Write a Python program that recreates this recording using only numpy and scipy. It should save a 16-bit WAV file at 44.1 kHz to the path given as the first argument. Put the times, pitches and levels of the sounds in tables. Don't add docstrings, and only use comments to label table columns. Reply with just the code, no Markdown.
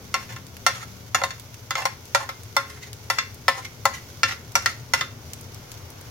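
import sys
import numpy as np
from scipy import signal
from scipy.fft import rfft, irfft, next_fast_len
from scipy.io import wavfile
from scipy.ndimage import uniform_filter1d

SR = 44100
rng = np.random.default_rng(int(sys.argv[2]) if len(sys.argv) > 2 else 0)


def output_pcm(signal):
    pcm = np.clip(np.atleast_2d(signal).T, -1, 1) * 32767
    wavfile.write(sys.argv[1], SR, np.round(pcm).astype(np.int16))


N = 269010
TIME = np.arange(N) / SR


def undb(db):
    return 10 ** (np.asarray(db) / 20)


def unit(x):
    return x / np.sqrt(np.mean(x ** 2))


def pan(db):
    return undb(np.array([[db], [-db]]) / 2)


def fade(t, t60):
    return np.exp(-np.log(1000) * t / t60)


def add(out, s, x):
    i = max(int(s * SR), 0)
    out[:, i:i + x.shape[1]] += x[:, :N - i]


def colour(x, points):
    n = 2 * next_fast_len(x.shape[-1] // 2 + 1024)
    hz, db = np.transpose(points)
    grid_hz = np.arange(n // 2 + 1) * SR / n
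    gain_db = np.interp(np.log(grid_hz + 1), np.log(hz), db)
    cepstrum = irfft(np.log(undb(gain_db)))
    cepstrum[1:n // 2] *= 2
    cepstrum[n // 2 + 1:] = 0
    return irfft(rfft(x, n) * np.exp(rfft(cepstrum)))[..., :x.shape[-1]]


def voiced(x, edges, levels_db, seconds):
    n = int(seconds * SR)
    hz = np.arange(n + 1) * SR / (2 * n)
    for _ in range(3):
        power = np.mean(abs(rfft(x[:, :n], 2 * n)) ** 2, axis=0) / n ** 2
        points = []
        for lo, hi, db in zip(edges, edges[1:], levels_db):
            present_db = 10 * np.log10(power[(hz >= lo) & (hz < hi)].sum())
            points.append((np.sqrt(lo * hi), db - present_db))
        x = colour(x, points)
    return x


def ports(n, likeness):
    mid, side = rng.standard_normal((2, n))
    c = np.clip(likeness, -1, 1)
    opposite_side = side * np.array([[1], [-1]])
    return (np.sqrt(1 + c) * mid + np.sqrt(1 - c) * opposite_side) / np.sqrt(2)


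def walk(rate):
    k = int(SR / rate)
    steps = np.repeat(rng.standard_normal(N // k + 1), k)
    return 1.3 * uniform_filter1d(steps, k)[:N]


def knocks(clack_db=9, tick_db=20):
    knock_bands = [200, 450, 660, 1000, 1600, 2500, 4500, 7200, 15500]
    # start in seconds, level in dB, body in dB, brightness in dB, ring length factor,
    # then the three partials that lead the ring in Hz, strongest first.
    blows = [(0.1416, -26.5, -1.5, -1.5, 0.72, 1355, 1077, 5585),
             (0.3626, -43.5, -4, -3, 0.45, 1400, 1063, 3620),
             (0.6645, -23, 2.5, 1.5, 0.86, 1363, 1830, 5600), (1.1464, -25, 1.5, 1, 0.6, 1314, 2751, 5670),
             (1.217, -33.5, 16, -14.5, 0.52, 1055, 1360, 2067),
             (1.2367, -29.5, 6.5, -1, 0.55, 3671, 1057, 2025),
             (1.3061, -39, -5.5, -2.5, 0.72, 3600, 1453, 2137),
             (1.7074, -32, -1.5, 1, 0.69, 1415, 2030, 4920),
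             (1.7541, -30.5, 0.5, -4.5, 0.56, 2090, 1326, 5700),
             (1.854, -30.5, 9.5, 1, 0.53, 962, 2180, 5600), (2.1478, -24.5, 9, 0, 0.58, 560, 1377, 1900),
             (2.2908, -35.5, 1.5, -5, 0.68, 1060, 1437, 2100),
             (2.566, -23.5, 5.5, -3.5, 0.73, 1387, 554, 2034),
             (3.1006, -28.5, 4, 2, 0.72, 2003, 1386, 5593), (3.1855, -24, -11, -4, 0.77, 2033, 1066, 3515),
             (3.4818, -21, 5.5, -4, 0.67, 2000, 1320, 1061), (3.8544, -25, 10, -1.5, 0.51, 1350, 551, 2006),
             (4.2324, -18.5, -9, -4.5, 0.84, 1364, 1780, 5000),
             (4.5543, -25.5, 3, 4, 0.62, 5470, 943, 1380), (4.6599, -23, -8, -1.5, 0.45, 1868, 1367, 5030),
             (4.9359, -24.5, 1, 1.5, 0.53, 2013, 924, 5540), (5.01, -26, -8.5, -6, 0.53, 3600, 2046, 5080)]
    # level of an average knock in dB, share of its body, share of its brightness.
    knock_colour = [(-23.5, 0.26, 0.033), (-12, 0.88, 0), (-6, 1, 0.52), (1.5, 0.35, 0.33),
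                    (1.63, 0.13, 0.33), (-1, 0, 0.49), (-0.24, 0, 1), (-8, 0.3, 0.97)]
    # time in seconds, left minus right in dB.
    spoon_pan = [(0, 2.5), (1.5, 1.7), (3.8, 3), (4.6, 1.5)]
    favour_db = 2

    out = np.zeros((2, N))
    average_db, body_share, bright_share = np.transpose(knock_colour)
    for s, db, body_db, bright_db, ring, *leading_hz in blows:
        sound = plate(max(ring, .2), tick_db, leading_hz, clack_db)
        levels_db = db + average_db + body_share * body_db + bright_share * bright_db
        levels_db[np.searchsorted(knock_bands, leading_hz[0]) - 1] += favour_db
        sound = voiced(sound, knock_bands, levels_db, 1 / 40)
        add(out, s, sound * pan(np.interp(s, *np.transpose(spoon_pan))))
    return out


def scrapes(slips_per_s=650, slip_spread_db=6, rub_db=-26, chatter_db=3.5, chatter_per_s=110,
            clack_db=11, ring=0.57, tick_db=28):
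    scrape_bands = [450, 1200, 3000, 7200, 15500]
    # start in seconds, end in seconds, pressure in dB, body in dB, leading partial in Hz.
    drags = [(0.19, 0.241, -7, -5, 1410), (0.283, 0.35, -2.5, -2, 524), (0.721, 0.847, 0.5, -4, 2100),
             (1.177, 1.212, -9, 12, 790), (1.758, 1.815, 9, 8.5, 2076), (1.795, 1.833, 4, 8, 754),
             (2.185, 2.247, -3, 10.5, 1002), (2.648, 2.794, -8.5, -6.5, 1410),
             (2.805, 2.877, 0.5, -20, 2030), (3.119, 3.192, -4, -1, 2002), (3.539, 3.613, -1.5, 6, 1022),
             (3.618, 3.659, 6.5, -12, 2110), (3.92, 3.995, 4, -7, 2024), (4.271, 4.337, 14, -5, 1923),
             (4.609, 4.722, 4, -5, 1326), (4.964, 5.014, 7, -2, 1400)]
    # level of an average scrape in dB, share of its body,
    # growth with pressure in dB per dB.
    scrape_colour = [(-45.5, 1, 0.52), (-41, 0.25, 0.72), (-45, 0.12, 0.69), (-51.5, 0.16, 0.42)]

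    out = np.zeros((2, N))
    chatter = undb(chatter_db * walk(chatter_per_s))
    average_db, body_share, growth = np.transpose(scrape_colour)
    for start, end, pressure_db, body_db, leading_hz in drags:
        levels_db = average_db + growth * pressure_db + body_share * body_db
        n = int(max(end - start, .01) * SR)
        chance = rng.random(SR)[:n]
        size = rng.standard_normal(SR)[:n]
        grit = rng.standard_normal(SR)[:n]
        slip_sizes = undb(slip_spread_db * np.minimum(size, 1)) * np.sign(grit)
        slips = (chance < slips_per_s / SR) * slip_sizes
        rub = undb(rub_db) * grit
        force = (slips + rub) * chatter[int(start * SR):][:n] * signal.windows.tukey(n, .35)
        tap = plate(ring, tick_db, [leading_hz], clack_db)
        sound = signal.fftconvolve(tap, force[None], axes=1)
        add(out, start, voiced(sound, scrape_bands, levels_db, n / SR))
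    return out


def plate(ring, tick_db, leading_hz, clack_db):
    # frequency in Hz, left minus right in dB.
    port_tilt = [(600, 0), (1300, 0), (2400, -2), (4400, -2.5), (8000, -3), (14000, -1.5)]

    t = np.arange(SR // 4) / SR
    sound = modes(t, ring, leading_hz) + undb(clack_db) * clack(t, ring, tick_db)
    bass_cut = signal.butter(4, 440, "high", fs=SR, output="sos")
    left, right = signal.sosfilt(bass_cut, sound)
    left = colour(left, [(hz, db / 2) for hz, db in port_tilt])
    right = colour(right, [(hz, -db / 2) for hz, db in port_tilt])
    return np.array([left, right])


def modes(t, ring, leading_hz, lead_db=6.5, lead_ring=1.16, scatter_db=5.0, detune=0.0041,
          phase_spread=0.86):
    # frequency in Hz before the pull of the grip, level in dB before scatter and favour,
    # decay time (t60) in seconds at a ring length factor of 1.
    plate_modes = [(540, 0, 0.19), (732, 2.5, 0.11), (788.5, 2.5, 0.11), (858, 6.5, 0.05),
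                   (949, -0.5, 0.11), (1059, 1.5, 0.19), (1318.4, 7, 0.087), (1414.5, -2, 0.18),
                   (1420, -41, 0.084), (1665, -2.5, 0.055), (1780, -4, 0.17), (2068, 4, 0.1),
                   (2174, -17.5, 0.3), (2337, 0.5, 0.064), (2723, -2.5, 0.13), (3456, -7, 0.16),
                   (3550, -6, 0.16), (4366, 0, 0.068), (4437, -9.5, 0.11), (5104, -3, 0.075),
                   (5400, -1.5, 0.059), (5820, -4, 0.097), (6710, -5.5, 0.077), (6750, 2.5, 0.02),
                   (7620, -11.5, 0.05), (9310, -13, 0.025), (10830, -17.5, 0.04), (11960, -14.5, 0.05),
                   (12950, -36, 0.041), (14000, -26, .035)]

    hz, db, t60 = np.array(plate_modes, float).T[:, :, None]
    count = len(plate_modes)
    size, shift, left, right = rng.standard_normal((count, 4)).T[:, :, None]
    pitch = hz * (1 + detune * shift)
    level_db = db + scatter_db * size
    for lead in leading_hz:
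        nearest = np.argmin(abs(hz - lead))
        pitch[nearest] = lead
        level_db[nearest] = db[nearest] + lead_db
        t60[nearest] *= lead_ring
        right[nearest] = (left[nearest] + right[nearest]) / 2
    swing = undb(level_db) * fade(t, t60 * ring)
    turn = 2 * np.pi * pitch * t + np.pi * np.arange(count)[:, None]
    lag = phase_spread * np.sqrt(hz / 1000)
    return np.array([(swing * np.sin(turn + lag * port)).sum(axis=0) for port in (left, right)])


def clack(t, ring, tick_db, hold_s=0.0072, rattle_t60=0.22, linger_db=-12, linger_t60=0.69, top_db=4.0):
    # delay in seconds before its random shift, level in dB against the tick.
    early_echoes = [(.0013, -2.5), (.0034, -5.5), (.0053, 0), (.0088, -16.5), (0.0134, -4.5)]
    # frequency in Hz, filter gain in dB.
    clack_colour = [(100, -60), (250, 7.5), (410, -12), (530, -5), (1300, -1.5), (2200, -3), (3200, -7),
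                    (6500, -12.5), (8000, -24), (11000, -27.5), (15500, -36)]

    bouncing = fade(np.maximum(t - hold_s, 0), rattle_t60 * ring)
    bouncing = bouncing + undb(linger_db) * fade(t, linger_t60 * ring)
    body = colour(ports(len(t), .3) * bouncing, [(2000, 0), (5000, -20)])
    top = colour(ports(len(t), 0) * bouncing * fade(t, .25), [(1500, -20), (3500, 0)])
    sound = body + undb(top_db) * top
    sound[:, 6] += undb(tick_db)
    for delay, db in early_echoes:
        arrival = (delay * SR * rng.uniform(.85, 1.15, 2)).astype(int)
        sound[[0, 1], arrival] += undb(tick_db + db)
    return colour(sound, clack_colour)


def spits(t60=0.046, snap_t60=0.0034, snap_db=9):
    # start in seconds, rms level of the first 2 ms in dB, centre of the noise colour in Hz.
    oil_spits = [(0.4676, -40, 6100), (0.568, -34, 2960), (1.3975, -34, 3430), (1.5432, -35, 3350),
                 (2.0546, -38.5, 5390), (2.434, -38.5, 6500), (2.931, -30.5, 2960), (3.3444, -37, 12600),
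                 (4.5198, -38, 5270), (5.334, -27, 5100), (5.4105, -36, 12900), (5.546, -36.5, 5720),
                 (5.7175, -31.5, 5660), (5.903, -36, 12500), (6.0118, -37, 4770)]

    out = np.zeros((2, N))
    t = np.arange(SR // 20) / SR
    for s, db, hz in oil_spits:
        decay = fade(t, t60) + undb(snap_db) * fade(t, snap_t60)
        burst = ports(len(t), 0.07) * decay
        burst = colour(burst, [(hz / 10, -25), (hz / 3, -7), (hz, 0), (hz * 3, -6)])
        onset_rms = np.sqrt(np.mean(burst[:, :SR // 500] ** 2))
        add(out, s, burst / onset_rms * undb(db))
    return out


def sizzle(pops_per_s=700, pop_spread_db=2.0, hiss_db=1, flutter_db=0.7, smear_t60=0.09):
    # frequency in Hz, filter gain in dB.
    sizzle_colour = [(530, -33), (900, -9), (1210, -5), (1480, 1), (1650, -10), (2200, 0.5), (2540, -5.5),
                     (3220, -2.5), (3850, -3.5), (6270, -0.5), (8250, -13.5), (12700, -7.5), (15500, -9.5)]
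    sizzle_db = -48

    sizes = undb(pop_spread_db * np.minimum(rng.exponential(size=N), 4.5))
    pops = (rng.random(N) < pops_per_s / SR) * sizes * rng.standard_normal((2, N))
    t = np.arange(SR // 50) / SR
    bowl = 0.077 * ports(len(t), 0) * fade(t, smear_t60)
    bowl[:, 0] = 1
    pops = signal.fftconvolve(pops, bowl, axes=1)[:, :N]
    hiss = undb(hiss_db) * ports(N, 0.017)
    sound = colour(unit(pops) + hiss, sizzle_colour)
    return unit(sound) * undb(sizzle_db + flutter_db * walk(6.7)) * pan(-2.0)


def hob(hum_hz=114, hum_db=-49, hum_wander_hz=5, throb_db=3):
    # frequency in Hz, filter gain in dB.
    drone_colour = [(20, -19.5), (42, -22), (60, -13), (88, -2), (125, -5.5), (150, -9.5), (190, -19),
                    (240, -13), (300, -20.5), (420, -18.5), (700, -26.5), (1100, -28.5), (2000, -56.5)]
    drone_db, swell_db, swell_s, crest_s = -44.5, 1.64, 5.7, 4.87
    rush_db, rush_db_per_s, lift_s = -54.5, 3.5, 4.64

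    swell = swell_db * np.cos(2 * np.pi * (TIME - crest_s) / swell_s)
    drone = unit(colour(ports(N, 0.98), drone_colour)) * undb(drone_db + swell)
    phase = 2 * np.pi * np.cumsum(hum_hz + hum_wander_hz * walk(14)) / SR
    hum = unit(np.sin(phase) * undb(throb_db * walk(19))) * undb(hum_db)
    air_points = [(150, -22), (400, -4), (800, -8.0), (1300, -10.5), (3000, -17.0), (8000, -50)]
    air = unit(colour(ports(N, 0.12), air_points))
    rush = air * undb(rush_db + rush_db_per_s * np.maximum(TIME - lift_s, 0))
    return (drone + hum + rush) * pan(3.5)


def tones(flutter_db=1.9, fade_s=0.047):
    # start in seconds, end in seconds, frequency in Hz, mean level in dB before panning,
    # wander in Hz.
    faint_tones = [(0, 1.35, 188, -58, .5), (2.68, 3.14, 420, -57.5, 6)]

    out = np.zeros(N)
    for start, end, hz, db, wander_hz in faint_tones:
        gate = np.clip(np.minimum(TIME - start, end - TIME) / fade_s, 0, 1)
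        phase = 2 * np.pi * np.cumsum(hz + wander_hz * walk(27.0)) / SR
        out += np.sqrt(2) * np.sin(phase) * gate * undb(db + flutter_db * walk(16))
    return out * pan(9.8)


def kitchen(x, wet_db=-16, t60=0.29, onset_s=0.019):
    t = np.arange(SR // 2) / SR
    build_up = 1 - np.exp(-(t / onset_s) ** 2)
    tail = ports(len(t), 0.15) * fade(t, t60) * build_up
    tail = colour(tail, [(500, -11.5), (2000, -3.5), (6000, -4), (14000, -10)])
    tail /= np.sqrt(np.sum(tail ** 2) / 2)
    return x + undb(wet_db) * signal.fftconvolve(x, tail, axes=1)[:, :N]


def scene():
    return kitchen(knocks() + scrapes() + spits()) + sizzle() + hob() + tones()


def record(dry, top_hz=15900):
    top_cut = signal.ellip(8, .2, 70, top_hz, fs=SR, output="sos")
    return signal.sosfilt(top_cut, np.clip(dry, -1, 1))


dry = scene()
out = record(dry)
output_pcm(out)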